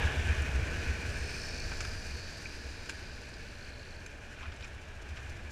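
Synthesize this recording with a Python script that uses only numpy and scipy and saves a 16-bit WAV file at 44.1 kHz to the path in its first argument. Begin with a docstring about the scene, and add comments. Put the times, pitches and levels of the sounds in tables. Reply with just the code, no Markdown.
"""A single-cylinder motorcycle slows on a wet road at night, heard close from a helmet microphone.
On the overrun its gears and chain rasp in step with the sinking crank speed; it leans into a ramp
and the throttle opens again. Wind buffets the helmet right at the microphone and the tyres hiss
through the water below, coloured by the hollow camera housing. Loose parts click over bumps."""
import sys
import numpy as np
from scipy import signal
from scipy.fft import rfft, irfft
from scipy.io import wavfile
from scipy.ndimage import uniform_filter1d

SR = 44100
rng = np.random.default_rng(int(sys.argv[2]) if len(sys.argv) > 2 else 0)


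def dump_mix(stems):
    """Bounce the given channels to the path in sys.argv[1] as a 16-bit WAV at rate SR."""
    frames = np.atleast_2d(stems).T  # one column per channel
    limited = np.clip(frames, -1, 1)  # hard clip at full scale
    pcm = np.round(limited * 32767).astype(np.int16)
    wavfile.write(sys.argv[1], SR, pcm)


N = 242991
TIME = np.arange(N) / SR
TICK_PEAK_S, SIZZLE_PEAK_S = 3.666, 1.156  # these also align the rasp's throb and the valve ticks
# spectrum of small eddies and exhaust puffs: f/Hz, level/dB
EDDY_SPECTRUM = [(70, -2.5), (95, 0), (115, -0.5), (135, -5.5), (165, -9), (260, -39)]


def gear_rasp(turns):
    """Slack gears rub harder at fixed crank angles; modes near the rubbing's centre ring most."""
    # rubbing of gears and chain: t/s, level/dB, centre f/Hz
    rubbing = [(0, -79, 4400), (.6, -72, 4300), (.8, -56, 4200), (1.1, -60, 4440), (1.3, -51.5, 5000),
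               (1.55, -50.5, 4770), (2.0, -55.5, 4900), (2.25, -53.5, 4500), (2.5, -55.5, 4570),
               (3.1, -58, 4300), (3.4, -63, 4250), (4.12, -72, 4200), (5.51, -85, 4226)]
    # throb: t/s, then depth/dB at one, two, three and four times a turn
    throb_depths = [(0, 1, 1, 0, 0), (.8, .5, 2, 0, 0), (1.3, 1, 1.8, 1.5, 0), (1.48, 1, 1.5, 2.6, 0),
                    (1.62, 4, .7, 2.8, .5), (1.8, .5, .5, 1.8, .5), (2.15, 0, 1.3, 1.2, 1.4),
                    (2.7, 0, .8, .5, 2.4), (3.2, 0, 2.2, 0, 1), (5.51, 0, 3, 0, 1)]
    # metal modes: f/Hz, width/Hz, level/dB
    modes = [(3910, 350, -5), (4356, 600, -3.5), (4924, 410, 0), (5660, 610, -2), (6060, 630, 0.5)]
    # three squeals in the rasp, a path each: t/s, f/Hz, level/dB
    squeal_paths = [
        [(0.5, 4220, -75), (.85, 4300, -60), (1.1, 4300, -64), (1.3, 4360, -56), (1.62, 4440, -52.5),
         (2.03, 4410, -62), (2.2, 4390, -53.5), (2.3, 4480, -56), (2.45, 4490, -67), (2.8, 4370, -66),
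         (3.3, 4320, -71), (3.8, 4190, -68)],
        [(0.6, 4770, -68), (1.15, 4710, -64), (1.4, 4720, -60), (1.52, 4710, -63), (1.63, 4700, -54),
         (1.74, 4720, -60), (1.88, 4840, -53), (2.05, 4750, -59), (2.25, 4650, -59), (2.6, 4760, -61),
         (3.2, 4830, -66), (3.7, 4830, -76)],
        [(1.05, 5100, -72), (1.25, 5260, -57), (1.38, 5230, -55), (1.48, 5340, -51), (1.63, 5340, -62),
         (1.78, 5240, -57), (2.0, 5200, -72)],
    ]
    level_db, centre_hz = in_time(rubbing)
    angle = 2 * np.pi * (turns - np.interp(TICK_PEAK_S, TIME, turns))
    throb_db = sum(depth * np.cos(k * angle) for k, depth in enumerate(in_time(throb_depths), 1))
    metal = sum(from_db(db) * noise_ring(hz, width) / (1 + ((hz - centre_hz) / 1100) ** 2)
                for hz, width, db in modes)
    rasp = from_db(level_db) * even(metal, seconds=0.0054)
    squeals = sum(squeal(path) for path in squeal_paths)
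    return even(from_db(throb_db), seconds=0.22) * (rasp + squeals)


def squeal(path):
    """A narrow ring slides in pitch and dies away beyond the ends of its path."""
    hz, level_db = in_time(path)
    outside_s = np.abs(TIME - np.clip(TIME, path[0][0], path[-1][0]))
    ring = even(noise_ring(hz, width_hz=75), seconds=0.033)
    return from_db(level_db) * np.exp(-outside_s / 0.15) * ring


def engine_note(turns, speed):
    """Faint, unsteady harmonics follow the crank and fade, except where the exhaust pipe resonates."""
    # harmonics: multiple of the crank speed, level/dB
    orders = [(3, -11), (4, -2.5), (5, -17), (6, -11), (7, 5), (10, -6)]
    pipe_hz, pipe_width_hz = 112, 46
    fading = from_db(-60 - 5 * TIME)
    note = 0
    for order, db in orders:
        drone = from_db(-56.5) * bell(order * speed, pipe_hz, pipe_width_hz)
        gain = (fading + drone) * from_db(db + 1.7 * drift(3))
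        note = note + gain * np.sin(2 * np.pi * order * turns + 0.5 * drift(7.6))
    return note


def chain_ticks(turns):
    """The slack chain ticks twice a turn, louder and louder until the throttle takes up the slack."""
    # two close modes whose beat roughens each tick: f/Hz, width/Hz, level/dB
    modes = [(4150, 100, -3), (4470, 110, 0)]
    level_db = -61.7 + swell_db(TICK_PEAK_S, hold_s=0.32, rise_db_per_s=9, fade_db_per_s=160)
    metal = even(sum(from_db(db) * noise_ring(hz, width) for hz, width, db in modes), seconds=0.011)
    return from_db(level_db) * bursts(2 * turns, TICK_PEAK_S, share=0.38, uneven_db=1.2) * metal


def sizzle(turns):
    """One brief scrape per crank turn rings very high."""
    level_db = -63.5 + swell_db(SIZZLE_PEAK_S, hold_s=0.21, rise_db_per_s=160, fade_db_per_s=35)
    ring = even(noise_ring(hz=8540, width_hz=130), seconds=0.006)
    return from_db(level_db) * bursts(turns, SIZZLE_PEAK_S, share=0.33, uneven_db=1.5) * ring


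def valve_clatter(turns):
    """The valve gear ticks softly, once a turn on the overrun and once per engine cycle under load."""
    # ticks: t/s, level/dB each turn, level/dB each cycle
    levels = [(0, -85, -65), (.5, -85, -67), (1, -74, -82), (1.25, -65, -88), (1.9, -65, -88),
              (2.6, -69, -88), (3.1, -82, -86), (4.15, -88, -80), (4.6, -88, -69.5), (5.51, -88, -70)]
    # their hiss: f/Hz, level/dB
    spectrum = [(4500, 5), (6200, 4), (7300, 5), (8200, -5), (9800, -2.5), (10800, -12), (13000, -14)]
    turn_db, cycle_db = in_time(levels)
    each_turn = from_db(turn_db) * bursts(turns, SIZZLE_PEAK_S, share=0.24, uneven_db=3.5)
    each_cycle = from_db(cycle_db) * bursts(turns / 2, at_s=4.748, share=0.2, uneven_db=3.5)
    return (each_turn + each_cycle) * noise(spectrum)


def hums(speed, air_db):
    """Two wavering hums, the higher taking over at low speed; a zing peaks around one crank speed."""
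    low_db = -55.5 + 0.98 * air_db
    high_db = -68 + 4.5 * bell(TIME, 3.86, 0.67)
    zing_db = -52.5 + air_db + 7.5 * bell(speed, 60.7, 8.7)
    low = from_db(low_db) * noise_ring(hz=474.2, width_hz=30)
    high = from_db(high_db) * noise_ring(hz=580.6, width_hz=30)
    zing = from_db(zing_db + 2.0 * drift(7.8)) * noise_ring(hz=2440, width_hz=190)
    return low + high + zing


def open_throttle(turns):
    """Out of the bend the throttle opens: air is gulped and puffed out once per engine cycle."""
    # intake noise: f/Hz, level/dB
    intake_spectrum = [(550, -4), (800, 1), (1150, -3), (1600, -1), (2300, -4), (3100, -9), (4500, -12)]
    opens_s, opening_s = 4.18, 0.2
    opening = np.clip((TIME - opens_s) / opening_s, 0, 1)
    stroke_db = -0.5 * np.cos(np.pi * turns)
    intake = from_db(-60 + stroke_db) * noise(intake_spectrum)
    puffs = from_db(-56.5 - stroke_db) * noise(EDDY_SPECTRUM)
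    return opening * (intake + puffs)


def firings(turns, uneven_db):
    """One slightly uneven exhaust pulse every second crank turn; unit power."""
    fires = np.diff(np.floor(turns / 2), prepend=0)
    return rms_one(fires * from_db(uneven_db * rng.standard_normal(N)))


def helmet_boom(turns, air_db):
    """Wind and exhaust share a low boom round the helmet; gusts set it ringing, eddies flap above it."""
    # boom between gusts: t/s, level/dB
    levels = [(0, -41), (.7, -40), (1.2, -41.5), (1.45, -45.5), (1.75, -41), (2.2, -45.5), (2.35, -51.5),
              (2.65, -48.5), (3, -49), (4.25, -51), (4.5, -48.5), (4.95, -49.5), (5.15, -45.5), (5.51, -45)]
    # its spectrum: f/Hz, level/dB
    spectrum = [(30, -33), (48, -8.5), (58, -8.5), (66, 1), (77, -9), (87, -3), (98, -13.5), (125, -35),
                (200, -56)]
    # gusts thumping the helmet: peak t/s, level/dB, length/s, f/Hz
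    gusts = [(0.054, -25, 0.029, 73), (0.15, -43, 0.024, 85), (0.19, -30, 0.052, 77),
             (0.263, -31.5, 0.048, 86), (0.305, -25.5, 0.039, 74.5), (0.409, -32.5, 0.056, 72.5),
             (0.49, -31, 0.025, 66), (0.566, -25.5, 0.072, 65.3), (0.595, -39, 0.032, 125),
             (0.636, -32, 0.016, 75.4), (0.795, -29.5, 0.024, 71), (0.901, -29.5, 0.027, 70.5),
             (1.032, -36, 0.054, 76.6), (1.231, -37.5, 0.11, 70.7), (2.148, -42, 0.041, 67.4),
             (2.667, -45, .1, 67), (4.48, -43, 0.041, 76), (4.753, -44.5, 0.13, 65.4),
             (5.118, -41, 0.034, 78), (5.2, -44, 0.022, 87)]
    boom_db, = in_time(levels)
    thumps = 0
    for (s, db, length, hz), phase in zip(gusts, rng.uniform(0, 2 * np.pi, len(gusts))):
        tone = np.sqrt(2) * np.sin(2 * np.pi * hz * (TIME - s) + phase)
        thumps = thumps + from_db(db) * bell(TIME, s, length) * tone
    push = rng.standard_normal(N) + from_db(-6) * firings(turns, uneven_db=0.5)
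    eddies = from_db(-40 + 1.49 * air_db) * even(noise(EDDY_SPECTRUM), seconds=0.52)
    return from_db(boom_db) * even(colour(push, spectrum), seconds=0.3) + thumps + eddies


def air_sway(air_db):
    """Air sways slowly at the microphone, more so as the bike tips into the bend."""
    # deep rumble: f/Hz, level/dB
    spectrum = [(6, -3), (13, 0), (20, 10), (28, 3), (42, -2), (70, -34)]
    tip_in_db = 5.5 * bell(TIME, 1.8, 0.55)
    return from_db(-42 + 0.74 * air_db + tip_in_db) * even(noise(spectrum), seconds=0.52)


def housing_rush(air_db):
    """Gritty air rushes through the housing, and the road below throws the sound back."""
    # the rush: f/Hz, level/dB
    spectrum = [(700, -29), (1200, -20.5), (1350, -11), (1500, -1), (1700, 0), (1850, -5.5), (2020, -10),
                (2220, -6.5), (2430, -3), (2650, -8.5), (2950, -12), (3400, -20), (4500, -24.5),
                (8000, -33.5)]
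    # gusts that lift it: peak t/s, rise/dB, length/s
    surges = [(0.034, 1, 0.018), (0.092, 3.5, 0.034), (0.29, 3.5, 0.061), (0.328, 3.5, .016),
              (0.474, 2.5, .035), (.68, 2, 0.026)]
    surge_db = sum(db * bell(TIME, s, length) for s, db, length in surges)
    gritty_air = rng.standard_normal(N) + 0.37 * droplets(per_s=1300, spread_db=4.0)
    rush = even(colour(gritty_air, spectrum), seconds=0.69)
    return from_db(-39 + 1.126 * air_db + surge_db) * road_echo(rush)


def visor_whoosh(air_db):
    """Air hits the visor head-on, making the housing whistle briefly, then slips past."""
    # air on the visor: f/Hz, level/dB
    spectrum = [(650, -10), (820, 3), (930, -0.5), (1100, -7.5), (2400, -7), (2800, -0.5), (3200, -5.5),
                (3700, -7.5), (4500, -33)]
    blast = from_db(-43 - 26 * TIME)
    slipstream = from_db(-59.5 + 0.13 * air_db)
    ring = even(noise_ring(hz=1656, width_hz=53), seconds=0.04)
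    whistle = from_db(-43) * bell(TIME, 0.066, 0.088) * ring
    return (blast + slipstream) * noise(spectrum) + whistle


def tyre_roar(air_db):
    """The tyres roar on the road, sinking with the airflow as the bike slows."""
    # the roar: f/Hz, level/dB
    spectrum = [(120, 0), (165, -2), (220, 0.5), (290, -3), (390, -2.5), (480, -4), (530, -7.5), (650, -4),
                (740, -10), (850, -12.5), (1100, -12.5), (1500, -13.5), (3000, -32), (6000, -48)]
    return from_db(-41.5 + air_db) * even(noise(spectrum), seconds=0.52)


def tyre_spray():
    """Water thrown up by the tyres hisses and spatters."""
    # spray: t/s, level/dB
    levels = [(0, -51), (.45, -53.5), (1.8, -53), (2.1, -55.5), (2.5, -57), (3, -60), (3.7, -62),
              (4.3, -64), (4.95, -65), (5.51, -62.5)]
    # its spectrum: f/Hz, level/dB
    spectrum = [(1500, -23), (3000, -11), (4000, 2), (4600, 1.5), (6100, 3), (6700, -1), (7500, -1.5),
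                (8100, -6.5), (9000, -7.5), (9800, -8.5), (10600, -14), (13000, -18), (15200, -27)]
    level_db, = in_time(levels)
    water = rng.standard_normal(N) + 0.37 * droplets(per_s=300, spread_db=5.0)
    return from_db(level_db) * colour(water, spectrum)


def knocks():
    """Loose parts knock, each in a short chatter of contacts that rings the housing."""
    # knocks: t/s, level/dB, centre f/Hz, spread/octaves, decay/s
    hits = [(.420, -46.5, 11500, 0.67, .004), (1.716, -39, 1500, 1.1, 0.01), (1.8043, -37, 1900, 1.2, 0.01),
            (1.805, -39.5, 6000, 0.46, 0.009), (1.847, -39, 3000, 1.5, 0.01), (1.870, -60, 12550, .3, .004),
            (2.857, -45, 4000, 1.1, 0.008), (2.892, -39.5, 6000, 1.2, 0.014),
            (3.290, -56, 9000, 0.46, 0.0044), (3.338, -50.5, 5000, 0.51, 0.0074),
            (4.062, -42.5, 6000, 1.9, 0.003), (4.363, -53, 3180, .4, .008), (4.384, -49, 2580, 0.7, .012),
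            (4.407, -48, 2600, 0.56, 0.014), (4.404, -53, 1000, 0.48, 0.032),
            (4.426, -45, 1140, 0.25, 0.015), (4.427, -47.5, 2960, 0.54, 0.016),
            (4.455, -43.5, 2200, 0.53, 0.011), (4.454, -49, 1150, 0.27, 0.014),
            (4.480, -50, 2800, 0.58, .012), (4.518, -48, 2740, 0.9, 0.016), (4.562, -57, 7000, .45, .008),
            (4.607, -48, 3000, 0.98, 0.009), (4.623, -46, 3540, 0.42, 0.008),
            (4.634, -52, 5200, 0.27, .006), (4.639, -43.5, 2420, 0.21, 0.0089),
            (4.643, -51, 5800, 0.63, 0.0091), (4.650, -46, 2000, 0.76, .005),
            (5.105, -50, 3000, 0.98, 0.0069), (5.166, -44.5, 2620, 1.0, 0.022)]
    # housing modes: f/Hz, width/Hz, level/dB
    modes = [(650, 290, 4), (1230, 410, 9), (1494, 230, 13.5), (2410, 210, 10), (3340, 660, -1),
             (3920, 500, -1.5), (5320, 760, -2), (6440, 490, -5.5), (7200, 460, -2.5), (10100, 1700, -14),
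             (12500, 2800, -22)]
    grit_db, rise_share = 6.5, 0.19
    out, size = np.zeros(N + SR), 8192
    t, hz = np.arange(size) / SR, np.fft.rfftfreq(size, 1 / SR) + 1
    for s, level_db, centre_hz, octaves, decay in hits:
        grain, force = rng.standard_normal((2, size))
        chatter = grain * from_db(grit_db * force)
        rung = sum((-1) ** k * from_db(db) * resonate(chatter, mode_hz, width)
                   for k, (mode_hz, width, db) in enumerate(modes))
        # hard contacts ring high, soft ones low
        rung = irfft(rfft(rung) * np.exp(-0.5 * (np.log2(hz / centre_hz) / octaves) ** 2))
        rise = rise_share * decay
        shape = np.minimum(t / rise, 1) * np.exp(-np.maximum(t - rise, 0) / decay)
        start = int(s * SR)
        out[start:start + size] += from_db(level_db) * shape * even(rung, seconds=0.012)
    return out[:N]


def clack():
    """A hard part bounces on the sharpest bump, striking each mode with a strength of its own."""
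    # bounces: t/s, level/dB
    bounces = [(2.891, -46), (2.8954, -34), (2.899, -46), (2.902, -40.5)]
    # the part's modes: f/Hz, width/Hz, level/dB
    modes = [(280, 66, -11), (537, 110, -13), (900, 120, -11), (1570, 77, 2.5), (2280, 120, -6),
             (2650, 90, -3), (3330, 160, -12), (3940, 130, -8), (4350, 130, -6), (4900, 81, -17),
             (5300, 160, -12), (6300, 120, -18), (6850, 110, -12), (7600, 120, -18), (8600, 100, -16),
             (9980, 87, -25)]
    out, t = np.zeros(N + SR), np.arange(4096) / SR
    for s, level_db in bounces:
        start = int(s * SR)
        for k, (hz, width, db) in enumerate(modes):
            strength = (-1) ** k * from_db(level_db + db + 1.7 * rng.standard_normal())
            ring = np.sin(2 * np.pi * hz * t) * np.exp(-np.pi * width * t)
            out[start:start + len(t)] += strength * ring
    return out[:N]


def pings():
    """Small metal parts snap and ring in short, high tones."""
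    # snaps: t/s, f/Hz, level/dB, decay/s
    snaps = [(2.457, 2340, -30, .0045), (2.457, 2480, -35, .006), (4.0622, 6350, -44, .004),
             (4.069, 7380, -55, .007), (4.063, 10400, -56, .005)]
    out, rise_s = 0, 0.00084
    for s, hz, level_db, decay in snaps:
        age = np.maximum(TIME - s, 0)
        shape = (1 - np.exp(-age / rise_s)) * np.exp(-age / decay)
        out = out + from_db(level_db) * shape * np.sin(2 * np.pi * hz * age)
    return out


def road_echo(x):
    """Add one reflection off the road, its delay wandering as the head moves; unit power."""
    delay_s = 0.0061 + 0.00017 * drift(0.54)
    return rms_one(x + from_db(-15.5) * np.interp(TIME - delay_s, TIME, x))


def from_db(db):
    """Decibels to gain."""
    return 10 ** (np.asarray(db) / 20)


def rms_one(x):
    """Scale to unit power."""
    return x / np.sqrt(np.mean(x ** 2) + 1e-20)


def even(x, seconds):
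    """Hold the short-term power at 1."""
    size = int(seconds * SR / 2) + 1
    return x / np.sqrt(uniform_filter1d(uniform_filter1d(x * x, size), size) + 1e-12)


def in_time(rows):
    """One curve for each column after the time column."""
    s, *columns = np.transpose(rows)
    return [np.interp(TIME, s, column) for column in columns]


def bell(x, centre, width):
    """A smooth hump of height 1, `width` wide at half height."""
    return 0.5 ** ((2 * (x - centre) / width) ** 2)


def swell_db(peak_s, hold_s, rise_db_per_s, fade_db_per_s):
    """Rise to 0 dB, hold, fade."""
    before_s, after_s = np.maximum(peak_s - TIME, 0), np.maximum(TIME - peak_s - hold_s, 0)
    return -rise_db_per_s * before_s - fade_db_per_s * after_s


def bursts(cycles, at_s, share, uneven_db):
    """One short swell per cycle, lasting `share` of it, one of them peaking at `at_s`; unit power."""
    phase = cycles - np.interp(at_s, TIME, cycles)
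    beat = np.round(phase).astype(int)
    return rms_one(bell(phase, beat, share) * from_db(uneven_db * rng.standard_normal(N)[beat]))


def colour(x, spectrum):
    """Give a signal a spectrum whose ends fall away steeply; unit power."""
    hz, level_db = np.transpose(spectrum)
    octave, points = np.log2(np.fft.rfftfreq(N, 1 / SR) + 0.1), np.log2(hz)
    outside = np.abs(octave - np.clip(octave, points[0], points[-1]))
    gain = from_db(np.interp(octave, points, level_db) - 20 * outside)
    return rms_one(irfft(rfft(x) * gain, N))


def noise(spectrum):
    """Coloured noise; unit power."""
    return colour(rng.standard_normal(N), spectrum)


def drift(rate_hz):
    """Smooth random wander, mostly slower than `rate_hz`; unit power."""
    hz = np.fft.rfftfreq(N, 1 / SR)
    return rms_one(irfft(rfft(rng.standard_normal(N)) / (1 + (hz / rate_hz) ** 2), N))


def droplets(per_s, spread_db):
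    """Random impacts, many small and a few large; unit power."""
    sizes = from_db(spread_db * np.minimum(rng.exponential(1, N), 4)) * rng.choice([-1, 1], N)
    return rms_one(sizes * (rng.random(N) < per_s / SR))


def resonate(x, hz, width_hz):
    """A two-pole resonance with gain 1 at its peak."""
    r = np.exp(-np.pi * width_hz / SR)
    feedback = [1, -2 * r * np.cos(2 * np.pi * hz / SR), r * r]
    return signal.lfilter(np.array([1, 0, -1]) * (1 - r * r) / 2, feedback, x)


def noise_ring(hz, width_hz):
    """Noise in a steep-sided resonance; unit power."""
    pole = np.exp(-np.pi * width_hz * 1.5 / SR)
    slow = signal.lfilter([1], [1, -2 * pole, pole * pole], rng.standard_normal((2, N)))
    phase = 2 * np.pi * np.cumsum(hz * np.ones(N)) / SR
    return rms_one(slow[0] * np.cos(phase) + slow[1] * np.sin(phase))


def scene():
    """Engine, wind, tyres and loose parts meet at one microphone on the helmet."""
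    # engine speed: t/s, crank speed/(turns per s)
    crank = [(0, 68), (.7, 65.4), (1.0, 64), (1.13, 59), (1.3, 58), (1.45, 55.5), (1.6, 52.7), (1.8, 50.7),
             (2.05, 46.3), (2.4, 42.2), (2.7, 38.2), (3.0, 33.5), (3.2, 32.5), (3.42, 29.8), (3.64, 27.1),
             (3.9, 26.3), (4.05, 26), (4.5, 29), (5.51, 29)]
    # airflow, sinking as the bike slows: t/s, level/dB
    airflow = [(0, 1), (.2, -3), (.8, -3), (1.4, -7), (1.8, -7), (2.05, -9.5), (2.7, -11), (3.3, -12),
               (3.9, -13), (4.9, -14), (5.51, -12)]
    speed, = in_time(crank)
    air_db, = in_time(airflow)
    turns = np.cumsum(speed) / SR
    boom = helmet_boom(turns, air_db)
    flutter = from_db(1.05 * drift(18))  # gusts flutter rush and spray together
    ride = boom + air_sway(air_db) + tyre_roar(air_db) + flutter * (housing_rush(air_db) + tyre_spray())
    engine = engine_note(turns, speed) + gear_rasp(turns) + chain_ticks(turns) + sizzle(turns)
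    engine += valve_clatter(turns) + hums(speed, air_db) + open_throttle(turns)
    return (engine + ride + visor_whoosh(air_db) + knocks() + clack() + pings())[None]


def record(dry):
    """The top treble is cut steeply."""
    cutoff_hz = 15250
    return signal.sosfilt(signal.ellip(12, 0.1, 80, cutoff_hz, fs=SR, output="sos"), dry)


dry = scene()
out = record(dry)
dump_mix(out)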